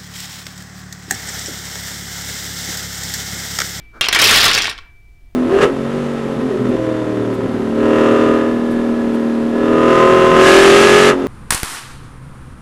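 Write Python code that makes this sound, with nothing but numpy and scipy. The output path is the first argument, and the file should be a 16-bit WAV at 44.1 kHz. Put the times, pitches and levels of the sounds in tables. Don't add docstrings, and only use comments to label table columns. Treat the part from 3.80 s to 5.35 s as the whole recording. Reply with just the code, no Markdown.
import sys
import numpy as np
from scipy import signal
from scipy.fft import rfft, irfft
from scipy.io import wavfile
from scipy.ndimage import uniform_filter1d

SR = 44100
rng = np.random.default_rng(int(sys.argv[2]) if len(sys.argv) > 2 else 0)


def master_out(mix):
    frames = np.transpose(np.atleast_2d(mix))
    ceiling = np.clip(frames, -1, 1)
    pcm = np.round(ceiling * 32767).astype(np.int16)
    wavfile.write(sys.argv[1], SR, pcm)


N = 68355
PIVOT_HZ = 3000


def dominoes(spot_count, bounces_per_s=260):
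    # (time [s], level [dB], pitch [ratio], tilt [dB/oct], favoured [Hz], thud [dB])
    knocks = [(0.2104, -1, 1.045, -2.35, 2860, -3.5), (0.2351, -15, 1, -7, 2784, -14),
              (0.2422, -12, 1.2, -1, 2627, -8.5), (0.2494, -14, 1, -2, 2722, -13),
              (.259, -15, 1, 4, 2762, -6.5), (.267, -14, 0.94, -2, 2750, -16),
              (0.2855, -1, 1.027, -1, 5300, -5), (0.3116, -18, 1, -9.5, 2660, -18.5),
              (0.3273, 1, 1, 4, 1758, -5), (0.3477, 0, 0.92, 3, 1160, -5),
              (0.36, -0.5, 0.86, -3, 2280, 4.5), (0.3894, -1, 1.23, 1, 1886, -6),
              (.398, -0.5, 0.92, 2.5, 2020, 3), (0.4165, 5.5, 1.1, 10, 4800, 5.5),
              (.424, 6, .95, -2, 2200, -6), (0.4404, 9, 1.02, 2.5, 5600, -1.5),
              (0.4565, -3, 1.1, -0.5, 2400, 8), (.4755, -7.5, 1.3, 6.5, 1800, -6.5),
              (0.4924, 4, .97, -1.5, 2250, -8.5), (0.51, 1, 1.18, 4.5, 1400, 7),
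              (0.527, -7.5, .94, -6.5, 1800, -2.5), (0.5497, -7, 1.05, 4.5, 3374, -4.5),
              (0.5586, 7, .93, 2.5, 4900, -5.5), (0.572, 3.5, .98, 0.5, 1760, 3),
              (0.585, -5, 1.09, 0.5, 3000, 0), (.606, -11.5, 1.3, 4, 5360, -5),
              (0.6297, -13, 1.05, 9.5, 1970, -4), (.641, 5.5, 0.98, 3, 4100, -11),
              (.653, -4.5, 1.08, 4, 7900, 2), (.661, 1, 1.24, -2.5, 4210, 3),
              (0.681, -5, 1.14, 4.5, 2956, 5.5), (0.7143, -7, 0.82, 3.5, 2500, -10),
              (0.734, -10, 1.02, 8.5, 5600, -15), (0.742, -6.5, 1.01, 4, 5400, -3),
              (0.749, -4.5, 1.3, 1, 4000, 2), (.759, -10, .96, -2.5, 5100, -8),
              (0.7672, -16.5, 1.03, 10, 3500, 11), (0.777, -2.5, .98, -1, 2300, -23),
              (0.784, -8, 1.09, 7, 4760, -7), (0.796, -21, 0.79, 4, 3000, 15),
              (.82, -11.5, 1.01, 6.5, 6140, 3.5), (0.8353, -20.5, 1, -4, 2840, -16),
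              (.8432, -13.5, .98, 4, 1730, -4), (.855, -15.5, 1.01, 1, 2270, 6),
              (0.8705, -17.5, 1, 6, 1760, -2), (0.8799, -19.5, 1, -13, 2700, 4),
              (0.8967, -16.5, 1, 6, 1830, 0.5), (0.912, -23.5, 1, 0.5, 1600, -17),
              (0.9268, -27, 1, -1, 1310, -15), (0.9787, -30.5, 0.93, 4, 3200, -18),
              (.9868, -30.5, 1, -3, 1400, -16), (1.061, -50, .9, -17, 1200, 3)]
    # (time [s], level [dB])
    bounce_levels = [(0.221, -17.5), (0.269, -37), (0.302, -37), (0.339, -21), (0.386, -18), (.43, -6.5),
                     (.59, -5.5), (.70, -15), (.78, -18.5), (0.879, -23), (.925, -35), (.96, -63)]
    spots = np.zeros((spot_count, N))
    for k, (time_s, *blow) in enumerate(knocks):
        add(spots[k % spot_count], time_s, knock(*blow))
    times_s, levels_db = np.transpose(bounce_levels)
    for k, (late, force, detune, octaves) in enumerate(rng.standard_normal((300, 4))):
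        time_s = times_s[0] + (k + .5 * late) / bounces_per_s
        if time_s < times_s[-1]:
            level_db = np.interp(time_s, times_s, levels_db) + 1.9 * force
            bounce = knock(level_db, pitch=1 + .06 * detune, tilt_db_oct=.5,
                           favoured_hz=PIVOT_HZ * 2 ** octaves, thud_db=-3)
            add(spots[k % spot_count], time_s, bounce)
    return spots


def knock(level_db, pitch, tilt_db_oct, favoured_hz, thud_db):
    t = np.arange(SR // 8) / SR
    wood = tile_modes(t, pitch, tilt_db_oct, favoured_hz)
    crack = contact_crack(t, level_db, tilt_db_oct)
    return amp(level_db) * (wood + crack + table_thud(t, thud_db))


def tile_modes(t, pitch, tilt_db_oct, favoured_hz):
    # (frequency [Hz], relative level [dB], t60 [s])
    modes = [(1104, -8, 0.041), (1400, -10, 0.0524), (1600, -11, 0.079), (1864.5, -1.5, 0.023),
             (2311, 1, 0.016), (2639, -3.5, 0.039), (3174, -4, 0.042), (3444, -3.5, .045), (3811, 2, 0.013),
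             (4202, -0.5, 0.023), (4916, 2, 0.013), (5400, -5.5, 0.034), (5770, -11, .04),
             (7030, -13, 0.039), (8370, -16, 0.04), (9950, -27, 0.084), (11860, -29, .04),
             (13800, -27.5, 0.028)]
    hz, db, t60_s = np.transpose(modes)
    size, point = rng.standard_normal((2, len(hz)))
    favour_db = 10.5 * np.exp(-(np.log2(hz / favoured_hz) / .37) ** 2)
    gain = amp(db + favour_db + 1.5 * point + tilt_db_oct * np.log2(hz / PIVOT_HZ))
    return ring(hz * pitch * (1 + .014 * size), 2 * gain / np.linalg.norm(gain), t60_s, t)


def contact_crack(t, level_db, tilt_db_oct, contact_s=.00021):
    # (frequency [Hz], relative density [dB])
    spectrum = [(60, -25), (220, -11.5), (480, -6.5), (1000, -3), (1800, 2.5), (3000, 3.5), (5800, -8),
                (7000, -12.5), (11000, -20.5), (16000, -32)]
    hz, db = np.transpose(spectrum)
    dull_db = .1 * min(level_db, 0) * np.maximum(np.log2(hz / 3400), 0)
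    tilt_db = tilt_db_oct * np.clip(np.log2(hz / PIVOT_HZ), -1, 1)
    burst = noise(np.transpose([hz, db + dull_db + tilt_db]), len(t))
    return amp(-1.5) * burst * np.minimum(t / contact_s, 1) * decay(t, t60_s=.028)


def table_thud(t, thud_db, pitch_spread=.025):
    # (frequency [Hz], relative level [dB], t60 [s])
    modes = [(68, -39, .2), (102.5, -31, 0.2), (122, -35, 0.04), (224, -30.5, 0.049), (280.7, -30, 0.044),
             (355, -30, 0.12), (426, -25, .15), (547.6, -30, 0.022), (677, -21.5, .05)]
    hz, db, t60_s = np.transpose(modes)
    return ring(hz * (1 + pitch_spread * rng.standard_normal(len(hz))), amp(db + thud_db), t60_s, t)


def scrape():
    # (time [s], level [dB])
    levels = [(0.112, -70), (0.144, -42.5), (.17, -37.5), (0.191, -41.5), (0.211, -52.5)]
    # (frequency [Hz], relative density [dB])
    spectrum = [(60, -10.5), (300, 7.5), (700, -4), (1500, 5.5), (2500, -20.5), (4500, -19.5),
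                (8000, -29.5), (16000, -42.5)]
    level_db = np.interp(np.arange(N) / SR, *np.transpose(levels), left=-120, right=-120)
    return noise(spectrum, N) * amp(level_db)


def thin_ring(hz=2319, beat_hz=10, decay_db_per_s=30):
    # (time [s], level [dB], rise [s])
    excitations = [(0, -43.5, 0.0007), (.45, -28.5, .2)]
    t, envelope = np.arange(N) / SR, np.zeros(N)
    for time_s, db, rise_s in excitations:
        add(envelope, time_s, np.minimum(t / rise_s, 1) * amp(db - decay_db_per_s * t))
    twin = amp(-13) * np.sin(2 * np.pi * ((hz + beat_hz) * t + rng.random()))
    return envelope * (np.sin(2 * np.pi * hz * t) + twin)


def room(early_db=-12.5, tail_db=-15.5):
    # (frequency [Hz], t60 [s])
    decay_times = [(100, .45), (600, .42), (1700, .45), (3000, .36), (4600, .3), (8000, .3), (16000, .22)]
    t = np.arange(SR * 3 // 4) / SR
    early = rng.standard_normal(len(t)) * (rng.random(len(t)) < .05) * decay(t, t60_s=.055)
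    early = signal.lfilter(*signal.butter(1, 7000, fs=SR), early)
    early *= amp(early_db) / np.linalg.norm(early)
    hz, age_s, bins = signal.stft(rng.standard_normal(len(t)), SR, nperseg=256)
    tail = signal.istft(bins * decay(age_s, at_hz(decay_times, hz)[:, None]), SR)[1][:len(t)]
    tail = signal.lfilter(*signal.butter(1, 6000, fs=SR), tail * np.minimum(t / .0027, 1))
    tail *= amp(tail_db) / np.linalg.norm(tail)
    return (t == 0) + early + tail


def background(floor_db=-40.5, echo_db=-50, echo_decay_db_per_s=99):
    # (frequency [Hz], relative density [dB])
    floor_spectrum = [(10, 3.5), (45, 0), (70, -7), (110, -10), (160, -23), (350, -26), (500, -35.5),
                      (1200, -38.5), (3000, -41), (8000, -48.5), (16000, -50.5)]
    # (frequency [Hz], rms level [dB])
    hum_lines = [(50, -52), (701, -72.5), (1981, -76)]
    # (frequency [Hz], relative density [dB])
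    echo_spectrum = [(100, -6), (330, 6.5), (600, -14), (1400, -6), (2800, -6.5), (5000, -17), (9000, -40)]
    t = np.arange(N) / SR
    hum = sum(amp(db) * np.sqrt(2) * np.sin(2 * np.pi * (hz * t + rng.random())) for hz, db in hum_lines)
    floor = amp(floor_db) * noise(floor_spectrum, N)
    echo = amp(echo_db - echo_decay_db_per_s * t) * noise(echo_spectrum, N)
    return floor + hum + echo


def amp(db):
    return 10 ** (np.asarray(db) / 20)


def decay(t, t60_s):
    return np.exp(-np.log(1000) * t / t60_s)


def at_hz(points, hz):
    points_hz, values = np.transpose(points)
    return np.interp(np.log(hz + 1), np.log(points_hz), values)


def add(mix, time_s, sound):
    part = mix[max(round(time_s * SR), 0):][:len(sound)]
    part += sound[:len(part)]


def noise(spectrum, size):
    gain = amp(at_hz(spectrum, np.fft.rfftfreq(size, 1 / SR)))
    x = irfft(rfft(rng.standard_normal(size)) * gain, size)
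    return x / x.std()


def ring(hz, gain, t60_s, t):
    sign = rng.choice([-1, 1], len(hz))
    return (sign * gain) @ (np.sin(2 * np.pi * hz[:, None] * t) * decay(t, t60_s[:, None]))


def scene():
    quiet = background() + scrape() + thin_ring()
    clatter = sum(signal.fftconvolve(spot, room())[:N] for spot in dominoes(spot_count=5))
    return (clatter + quiet)[None]


def record(dry):
    ceiling, knee, cutoff_hz = .45, 7, 15850
    clipped = dry / (9 + abs(dry / ceiling) ** knee) ** (1 / knee)
    lowpass = signal.firwin(511, cutoff_hz, window=("kaiser", 9), fs=SR)
    return signal.oaconvolve(clipped, lowpass[None], "same")


dry = scene()
out = record(dry)
master_out(out)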